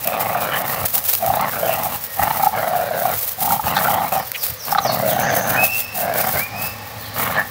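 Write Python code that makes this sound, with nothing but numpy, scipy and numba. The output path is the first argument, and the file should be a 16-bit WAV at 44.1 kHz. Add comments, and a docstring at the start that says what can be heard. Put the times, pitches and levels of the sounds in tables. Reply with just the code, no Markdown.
"""A low town hum and paws scuffing dry leaves open the scene; almost at once two dogs growl over a tug toy.
Uneven flaps of slack vocal folds ring chest, throat and mouth, and now and then one slaps hard.
Leaves are dense random cracks, twigs snap, and landings thump the soil as bursts of low noise.
Further off come thin gliding squeals and a bird's falling whistles.
Swelling bands of noise make one brief squeak, perhaps of the toy, and later far birds twittering."""
import sys
import numpy as np
from scipy import signal
from scipy.fft import rfft, irfft
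from scipy.io import wavfile
from scipy.ndimage import uniform_filter1d
from numba import njit

SR = 44100
rng = np.random.default_rng(int(sys.argv[2]) if len(sys.argv) > 2 else 0)


def file_out(sig):
    """Save sig as 16-bit WAV at sys.argv[1]."""
    # one column per channel
    cols = np.atleast_2d(sig).T
    # limit, then scale
    lim = np.clip(cols, -1, 1)
    pcm = np.round(lim * 32767).astype(np.int16)
    wavfile.write(sys.argv[1], SR, pcm)


N = 330750
T = np.arange(N) / SR

# In all tables, level is before trims and modulation; length is the span between -3 dB points
# unless noted; width is that of one band-pass, and every resonance uses two.

# spectrum of the town hum: [f/Hz, relative level/dB]
TOWN_SPECTRUM = [(25, -66), (50, -4.5), (100, 4), (150, -3.5), (240, -9.5), (350, -13), (500, 2),
                 (620, -3.5), (810, -6), (950, -1), (1120, -4), (1450, -9), (1800, -7), (3000, -13),
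                 (5000, -13), (7000, -20), (15000, -31.5)]
# bands of a far drone: [f/Hz, width/Hz, level/dB]
DRONE_BANDS = [(105.7, 12.3, -44.5), (229, 91, -48.5), (824, 100, -43), (1118, 170, -47.5),
               (1820, 170, -49)]
# the drone sinks, then grows late on: [t/s, gain/dB]
DRONE_SWELL = [(0, 0), (4.5, -18), (5.6, -1), (6.6, 3.5), (7.5, 4.5)]
# how briskly the paws shuffle in the litter: [t/s, level/dB]
SHUFFLE = [(0.0, -29), (0.42, -30.5), (1.11, -26), (1.44, -33.5), (1.84, -29), (2.74, -34), (3.26, -32.5),
           (3.7, -28), (4.07, -33), (4.89, -32.5), (5.58, -28.5), (5.97, -42.5), (6.2, -26), (6.52, -37),
           (6.68, -47), (7.14, -39.5), (7.33, -32), (7.5, -32)]
# the hardest scuffs, where a dog digs in or slips: [t/s, level/dB, length/s]
SCUFFS = [(0.074, -7, 0.0028), (0.21, -11, 0.019), (.86, -7, 0.01), (.95, -8.5, 0.016), (.98, -11, 0.016),
          (1.06, -19, 0.038), (1.15, -15.5, 0.055), (1.354, -19, 0.017), (1.52, -17.5, 0.048),
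          (1.733, -13.5, 0.011), (1.842, -15.5, 0.023), (2.044, -17, 0.0098), (2.371, -18.5, .016),
          (2.61, -23, 0.0086), (2.69, -21, .025), (3.02, -21, 0.09), (3.19, -18, 0.1), (3.28, -17.5, 0.017),
          (3.43, -12.5, 0.049), (3.522, -12.5, 0.043), (3.831, -15.5, 0.053), (4.14, -17.5, 0.026),
          (4.45, -11, 0.031), (4.671, -17.5, .008), (4.935, -18.5, 0.037), (5.1, -17, 0.022),
          (5.2, -16.5, 0.012), (5.5, -13.5, 0.015), (5.648, -13.5, 0.05), (5.775, -11.5, 0.056),
          (6.0, -16, 0.066), (6.212, -17, 0.011), (6.3, -14, 0.044), (6.39, -18, 0.054),
          (6.639, -16, 0.054), (7.22, -16, 0.073)]
# colour of crushed leaves: [f/Hz, relative level/dB]
LEAF_SPECTRUM = [(200, -33), (450, -10), (750, -6.5), (1500, -12.5), (3000, -12), (5000, -11),
                 (7500, -10.5), (10000, -7.5), (12500, -3), (15000, 3.5)]
# twigs snapping: [t/s, level/dB]
SNAPS = [(.86, -8), (1.137, -5), (1.152, -7), (1.264, -9), (1.412, -8.5), (1.694, -15), (2.04, -22),
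         (2.172, -18), (3.522, -10), (4.125, -19), (4.318, -7), (4.467, -15), (5.979, -13), (6.14, -9)]
# heavy landings on the soil: [t/s, level/dB]
THUMPS = [(.83, -25), (1.3, -27), (2.22, -25.5), (3.16, -31), (3.66, -26), (4.52, -32), (5.0, -32),
          (5.35, -36), (5.52, -28), (5.66, -36), (6.37, -26)]
# one sub-table a growl: [t/s, level/dB, throat resonance f/Hz, mouth opening/dB]
GROWLS = [
    [(0.06, -25, 640, -8), (0.226, -23, 756, -5), (0.504, -26, 627, -1), (0.562, -26, 709, 0),
     (0.618, -24, 700, -8), (0.676, -29, 811, 3.5), (0.85, -27, 670, -4.5)],
    [(0.945, -31, 750, -7), (1.0, -34, 740, -6)],
    [(1.222, -22, 724, -13.5), (1.244, -18, 705, -15), (1.416, -19, 810, -5), (1.49, -26, 781, 0)],
    [(1.53, -32, 680, 4.5), (1.64, -22, 606, -10.5), (1.66, -22, 616, -6.5), (1.828, -28, 790, -5),
     (1.872, -20.5, 786, -13), (1.894, -32, 780, -4), (1.95, -27, 845, -4)],
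    [(2.19, -17, 760, -12), (2.324, -21, 860, -4.5), (2.338, -29, 840, -1.5), (2.474, -12, 788, -17),
     (2.485, -22, 780, -25)],
    [(2.525, -24, 874, -11), (2.575, -23, 675, -3), (2.767, -19, 707, -13.5), (2.895, -26, 598, -5.5),
     (3.069, -21, 695, -11.5), (3.14, -27, 686, -1.5)],
    [(3.392, -29, 770, -14.5), (3.516, -15, 832, -14.5), (3.575, -25, 825, -11)],
    [(3.645, -27, 806, 1), (3.663, -17, 800, -7), (3.679, -25, 800, -1), (3.869, -21, 738, -4.5),
     (3.877, -18, 750, -7), (4.061, -23, 818, -8.5), (4.075, -27, 840, 0)],
    [(4.125, -20, 710, -6), (4.183, -19, 775, -12), (4.215, -27, 789, -3)],
    [(4.68, -28, 776, -1.5), (4.83, -29, 735, -12)],
    [(4.85, -19, 698, -7.5), (4.998, -26.5, 670, -3), (5.034, -20, 600, -12.5), (5.236, -21, 748, -5.5),
     (5.358, -20, 647, -5), (5.43, -25, 710, -5.5), (5.568, -22, 760, -2), (5.644, -19, 698, -11),
     (5.65, -25, 726, -8)],
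    [(5.95, -34, 755, -13), (6.01, -23.5, 680, -10), (6.192, -24, 620, -3.5), (6.28, -23, 713, -4),
     (6.318, -33.5, 709, -5), (6.362, -23.5, 652, 0), (6.42, -33, 651, 0)],
    [(6.53, -34, 777, -11), (6.636, -30.5, 744, -5), (6.68, -35, 714, -2)],
    [(7.17, -26, 710, 0.5), (7.26, -26, 696, 4), (7.306, -27, 665, -1), (7.342, -28.5, 730, 6.5),
     (7.394, -20, 756, -6.5), (7.42, -33.5, 770, 2)],
]
# mouth resonance in a middling growl, set by the grip on the toy: [t/s, f/Hz]
MOUTH = [(0.3, 1200), (1.4, 1300), (2.7, 1410), (4.0, 1360), (5.0, 1180), (5.2, 1610), (6.3, 1480),
         (7.25, 1200)]
# upper resonances of the muzzle, before the jaw shifts them: [f/Hz, width/Hz, level/dB]
MUZZLE = [(1830, 230, -3), (2203, 294, -5), (2790, 450, -9.5), (3890, 610, -15)]
# chest in a middling growl: [t/s, level/dB]
CHEST = [(0, -36), (2.2, -34.5), (2.8, -38), (3.5, -31), (4.6, -37), (5.0, -28.5), (5.65, -31), (6.0, -34),
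         (7.4, -33.5)]
# the loudest rasps of air through the mouth: [t/s, length/s, f/Hz, width/Hz, level/dB]
RASPS = [(0.126, 0.087, 2540, 440, -31.5), (0.352, .008, 1300, 400, -14.5), (0.54, 0.066, 1820, 400, -26.5),
         (.55, 0.053, 3000, 300, -31.5), (1.408, .06, 1210, 220, -24), (1.713, 0.044, 2650, 500, -28.5),
         (2.214, 0.035, 1890, 600, -27), (3.776, .022, 3700, 1600, -23.5), (3.776, 0.027, 1510, 584, -21),
         (3.864, 0.033, 1400, 298, -20.5), (4.724, 0.0099, 5400, 700, -21.5),
         (4.727, 0.0095, 1370, 500, -20.5), (4.751, 0.0067, 1320, 490, -13),
         (4.786, 0.008, 1210, 490, -11.5), (4.787, 0.0095, 3830, 905, -18), (5.29, 0.045, 1690, 507, -19),
         (5.56, 0.04, 1740, 300, -28.5), (7.394, 0.027, 1745, 220, -17)]
# the hardest slaps of the folds: [t/s, peak level/dB]
SLAPS = [(0.355, -9), (1.303, -5), (1.34, -13), (1.424, -9), (1.633, -12), (1.695, -8), (2.197, -7),
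         (2.221, -9), (2.309, -9), (2.438, -5), (2.471, -6), (2.736, -8), (2.912, -10), (3.056, -5),
         (3.509, -4), (3.524, -8), (3.598, -8), (3.669, -10), (3.77, -8), (3.887, -8), (4.127, -11),
         (4.727, -6), (4.759, -7), (4.785, -7), (4.852, -12), (4.898, -8), (4.947, -10), (5.168, -10),
         (5.3, -10), (5.632, -10), (6.271, -12)]
# distant squeals, length from start to end: [t/s, length/s, start f/Hz, end f/Hz, level/dB]
SQUEALS = [(2.055, 0.13, 1900, 1874, -41), (5.56, 0.11, 2450, 2610, -15), (5.665, 0.15, 2644, 2715, -24),
           (6.356, .125, 1850, 2430, -24.5), (6.501, 0.25, 2330, 2640, -32)]
# falling bird slurs, length from start to end: [t/s, length/s, start f/Hz, end f/Hz, level/dB]
SLURS = [(4.14, .1, 6400, 4400, -43), (4.345, .125, 6600, 3600, -38), (4.575, .1, 6600, 4000, -36.5),
         (4.812, .115, 6700, 3500, -31.5), (5.06, .08, 4500, 2700, -33), (7.0, .07, 4600, 2900, -43)]
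# first a brief squeak, perhaps of the toy, then far birds twittering:
# [t/s, length/s, f/Hz, width/Hz, level/dB]
SQUEAK_AND_TWITTER = [(4.356, 0.013, 2460, 1110, -23), (5.35, 0.23, 6250, 714, -31),
                      (5.75, 0.22, 5320, 500, -39), (6.264, 0.2, 5030, 900, -39),
                      (6.647, 0.11, 5060, 700, -38.5), (7.1, 0.13, 4340, 1007, -41.5)]

ATTACK_S, RELEASE_S = 0.0098, 0.014  # time constants shared by every growl
# level (dB), throat resonance (Hz) and mouth opening (dB) of a middling growl
USUAL_DB, USUAL_THROAT_HZ, USUAL_OPEN_DB = -24, 684, -7.5
MOUTH_SINK = 0.88  # mouth resonance sinks as the throat rises (octaves per octave)
CHEST_PER_EFFORT, CHEST_PER_OPENING = 0.46, 0.38  # the chest follows only weakly (dB per dB)
SLAP_PITCH = 1.07  # a slap rings a little above the throat resonance
SOFT_SLAPS_PER_S, SOFT_SLAP_DB = 6, 7.5  # softer ones come by chance; peak over the growl's level
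STEPS_PER_S, STEP_DB = 22, 3.5  # small steps stir the litter unevenly
SNAP_S, THUMP_S = 0.0012, 0.03  # lengths between -3 dB points
SQUEAL_BEND = 2.5  # the glide slows towards its end


def undb(db):
    """Decibels to gain."""
    return 10 ** (np.asarray(db) / 20)


def unit(x):
    """Scale to rms 1."""
    return x / np.sqrt(np.mean(x ** 2))


def even(x, seconds=0.051):
    """Hold the short-term rms near 1, leaving faster flutter alone."""
    size = int(seconds * SR / 2)
    power = uniform_filter1d(uniform_filter1d(x ** 2, size), size)
    return x / np.sqrt(np.abs(power) + 1e-12)


def noise():
    """White noise."""
    return rng.standard_normal(N)


def curve(points):
    """Straight lines through a table of times and values."""
    return np.interp(T, *np.transpose(points))


def walk(rate):
    """Random wander with a spread near 1, given a new target rate times a second."""
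    return 1.2 * np.interp(T * rate, np.arange(N), noise())


def colour(x, points):
    """Shape x by a (Hz, dB) spectrum, interpolated over log frequency."""
    hz, db = np.transpose(points)
    f = np.maximum(np.arange(N // 2 + 1) * SR / N, 1)
    gain = undb(np.interp(np.log(f), np.log(hz), db))
    return unit(irfft(rfft(x) * gain, N))


@njit
def svf(x, hz, width):
    """State-variable band-pass whose centre and width may move."""
    y, band, low = np.empty(len(x)), 0., 0.
    for i in range(len(x)):
        g, k = np.tan(np.pi * hz[i] / SR), width[i] / hz[i]
        v = (band + g * (x[i] - low)) / (1 + g * (g + k))
        band, low, y[i] = 2 * v - band, low + 2 * g * v, k * v
    return y


def ring(x, hz, width):
    """A steep resonance: the band-pass applied twice."""
    hz, width = np.zeros(len(x)) + hz, np.zeros(len(x)) + width
    return svf(svf(x + 1e-18, hz, width), hz, width)


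def swells(rows, rise=0.52):
    """Gain bumps from (s, dB, length s) rows; rise is the share of the length before the peak."""
    out = np.zeros(N)
    for s, db, length in rows:
        near = slice(max(int((s - 3 * length) * SR), 0), int((s + 3 * length) * SR))
        u = (T[near] - s) / length
        side = np.where(u < 0, rise, 1 - rise)
        out[near] += undb(db) * 2 ** (-.5 * (u / side) ** 2)
    return out


def hisses(air, rows):
    """Narrow swells of the given air stream from (s, length s, Hz, width Hz, dB) rows."""
    out = np.zeros(N)
    for s, length, hz, width, db in rows:
        gain = swells([(s, db, length)])
        on = gain > 0
        out[on] += gain[on] * even(ring(air[on], hz, width), 0.16)
    return out


def town(hum_db=-36.5):
    """A gently swelling hum of coloured noise, with a wavering drone of narrow noise bands in it."""
    hum = colour(noise(), TOWN_SPECTRUM) * undb(hum_db + walk(1.1))
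    drone = sum(undb(db) * unit(ring(noise(), hz, width)) for hz, width, db in DRONE_BANDS)
    return hum + drone * undb(curve(DRONE_SWELL))


def paws(grain_rate=5000, grain_db=3.5, hiss=0.98, litter_db=6, scuff_db=-1, snap_db=-1, thump_db=-2):
    """Dry leaves break in countless tiny cracks, twigs snap, and the soil answers landings with dull thumps."""
    struck = rng.random(N) < grain_rate / SR  # grains per second
    cracks = struck * noise() * undb(grain_db * np.minimum(rng.exponential(size=N), 5))
    crush = even(colour(unit(cracks) + hiss * noise(), LEAF_SPECTRUM), 0.019)
    shuffle = undb(curve(SHUFFLE) + litter_db + STEP_DB * walk(STEPS_PER_S))
    scuffs = undb(scuff_db) * swells(SCUFFS, rise=0.45)
    litter = np.hypot(shuffle, scuffs) * undb(2.42 * walk(150))
    snaps = undb(snap_db) * swells([(s, db, SNAP_S) for s, db in SNAPS], rise=0.55)
    landings = undb(thump_db) * swells([(s, db, THUMP_S) for s, db in THUMPS])
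    soil = even(ring(noise(), 101, 62)) * landings
    return crush * (litter + snaps) + soil


def controls(tables):
    """A gate that opens for each table with a quick attack and a slower release, then every column as a curve."""
    gates = []
    for rows in tables:
        before, after = (T - rows[0][0]) / ATTACK_S, (rows[-1][0] - T) / RELEASE_S
        gates.append(np.exp(np.minimum(np.minimum(before, after), 0)))
    s, *columns = np.vstack(tables).T
    return [np.max(gates, axis=0)] + [np.interp(T, s, c) for c in columns]


def folds(hz, jitter=.2, shimmer_db=2.0, flutter_db=3.5, flutter_rate=65, other_ratio=1.25, other_db=-4):
    """Uneven flaps of both dogs' slack folds, and the flutter of lips and soft palate that shakes the stream."""
    flaps = 0
    for ratio, db in [(1, 0), (other_ratio, other_db)]:
        uneven = np.exp(jitter * walk(130) + .08 * walk(12))
        phase = np.cumsum(hz * ratio * uneven) / SR
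        strength = undb(db + shimmer_db * np.clip(noise(), -2, 2))
        flaps = flaps + np.diff(np.floor(phase), prepend=0) * strength  # one pulse a cycle
    return unit(flaps), undb(flutter_db * walk(flutter_rate))


def puffs(flaps, decay_s):
    """Turbulent air that follows each flap and dies away."""
    return unit(signal.lfilter([1], [1, -np.exp(-1 / (SR * decay_s))], flaps) * noise())


def growls(pitch_hz=106, throat_width_hz=290, widening=0.11, mouth_width_hz=400, throat_db=2.5,
           mouth_db=-2, muzzle_db=-5, air=0.79, jaw=0.081, choke_db=-6, burst_db=3):
    """The flaps ring chest, throat and mouth; an open mouth damps the throat and frees the upper resonances."""
    gate, db, throat_hz, open_db = controls(GROWLS)
    effort, opening = db - USUAL_DB, open_db - USUAL_OPEN_DB
    flaps, flutter = folds(pitch_hz * np.exp(.012 * effort))  # effort tightens the folds
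    voice = (flaps + air * puffs(flaps, 0.01)) * flutter
    spit = unit((.5 * flaps + puffs(flaps, .0028)) * flutter)

    throat_width = throat_width_hz * np.exp(widening * opening)
    throat = even(ring(voice, throat_hz, throat_width)) * undb(throat_db)
    mouth_hz = curve(MOUTH) * (USUAL_THROAT_HZ / throat_hz) ** MOUTH_SINK
    mouth = even(ring(spit, mouth_hz, mouth_width_hz)) * undb(open_db + mouth_db)
    # the jaw works on the toy and shifts each upper resonance
    muzzle = sum(undb(d + 2 * walk(14)) * ring(spit, f * np.exp(jaw * walk(14)), w) for f, w, d in MUZZLE)
    muzzle = even(muzzle) * undb(open_db + muzzle_db)
    chest_db = curve(CHEST) + CHEST_PER_EFFORT * effort + CHEST_PER_OPENING * opening
    chest = even(ring(voice, 165.0, 149)) * undb(chest_db)

    # the folds stick shut just before a hard slap, then the held air bursts through the mouth
    choke = undb(choke_db * np.minimum(swells([(s - .011, 0, .012) for s, _ in SLAPS]), 1))
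    burst = undb(burst_db * np.minimum(swells([(s, 0, .006) for s, _ in SLAPS]), 1))
    snarl = undb(db) * choke * (throat + burst * (muzzle - mouth)) + chest
    return gate * snarl + hisses(spit, RASPS)


def slaps(rise_s=0.00404, mouth_db=-11):
    """One hard flap swells and dies in the throat within about 20 ms; the mouth rings more briefly."""
    gate, level_db, throat_hz, _ = controls(GROWLS)
    hard = [(int((s - rise_s) * SR), undb(db)) for s, db in SLAPS]  # start early, peak on time
    soft_starts = np.flatnonzero(rng.random(N) < SOFT_SLAPS_PER_S / SR)
    soft = [(i, gate[i] * undb(level_db[i] + SOFT_SLAP_DB)) for i in soft_starts]
    out, t, chance = np.zeros(N + SR), T[:SR // 25], rng.uniform(-0.88, 1, (N, 2))
    swell = (t / rise_s * np.exp(1 - t / rise_s)) ** 2
    for (start, size), (phase, spread) in zip(hard + soft, chance):
        hz = SLAP_PITCH * throat_hz[start]
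        mouth_hz = hz * (1.45 + .12 * spread)
        throat = np.sin(2 * np.pi * hz * t + np.pi * phase)
        mouth = undb(mouth_db) * swell * np.sin(2 * np.pi * mouth_hz * t)
        out[start:start + len(t)] += size * swell * (throat + mouth)
    return out[:N]


def squeals(waver=0.0063, octave_db=-27, flicker_db=2):
    """Thin tones with a faint octave; each swells, glides and levels off in pitch as it fades."""
    out, wobble, flicker = np.zeros(N), 1 + waver * walk(150), undb(flicker_db * walk(70))
    for s, length, start_hz, end_hz, db in SQUEALS:
        on = (T > s) & (T < s + length)
        u = (T[on] - s) / length
        hz = (end_hz + (start_hz - end_hz) * (1 - u) ** SQUEAL_BEND) * wobble[on]
        turn = 2 * np.pi * np.cumsum(hz) / SR
        tone = np.sin(turn) + undb(octave_db) * np.sin(2 * turn)
        out[on] += undb(db) * np.sqrt(2) * np.sin(np.pi * u) * tone
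    return out * flicker


def bird(waver=.018, flicker_db=3):
    """Each slur is a trembling whistle sliding down."""
    out, wobble, flicker = np.zeros(N), 1 + waver * walk(500), undb(flicker_db * walk(120))
    for s, length, start_hz, end_hz, db in SLURS:
        on = (T > s) & (T < s + length)
        u = (T[on] - s) / length
        hz = start_hz * (end_hz / start_hz) ** u * wobble[on]
        whistle = np.sin(2 * np.pi * np.cumsum(hz) / SR)
        out[on] += undb(db) * np.sqrt(2 * np.sin(np.pi * u)) * whistle
    return out * flicker


def squeak_and_twitter():
    """Swells of band-passed noise at an uneven level: a brief squeak, perhaps of the toy, then far birds."""
    return hisses(noise() * undb(4.9 * walk(30)), SQUEAK_AND_TWITTER)


def park(x, t60_s, gap_s=0.025):
    """Scattered echoes from trunks and house fronts: a decaying noise tail after a short gap."""
    t = T[:2 * SR]
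    tail = rng.standard_normal(len(t)) * undb(-60 * t / t60_s) * (t > gap_s)
    return signal.fftconvolve(x, tail / np.sqrt(np.sum(tail ** 2)))[:N]


def scene():
    """Near dogs sound fairly dry; squeals carry more echo, the bird in the trees most of all."""
    dogs, squeal, song = growls() + slaps(), squeals(), bird()
    dogs = dogs + undb(-15.0) * park(dogs, .3)
    squeal = squeal + undb(-8.5) * park(squeal, 1.35)
    slurs = undb(-2) * song + undb(1) * park(song, .55, gap_s=.004)
    return (town() + paws() + dogs + squeal + slurs + squeak_and_twitter())[None]


def record(dry, top_hz=15650):
    """The microphone has two shallow notches and a steep top edge."""
    for hz, width_hz, depth in [(377, 152, 0.55), (952, 250, 0.5)]:
        dry = dry - depth * signal.lfilter(*signal.iirpeak(hz, hz / width_hz, fs=SR), dry)
    return signal.sosfilt(signal.ellip(10, .2, 75, top_hz, fs=SR, output="sos"), dry)


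dry = scene()
out = record(dry)
file_out(out)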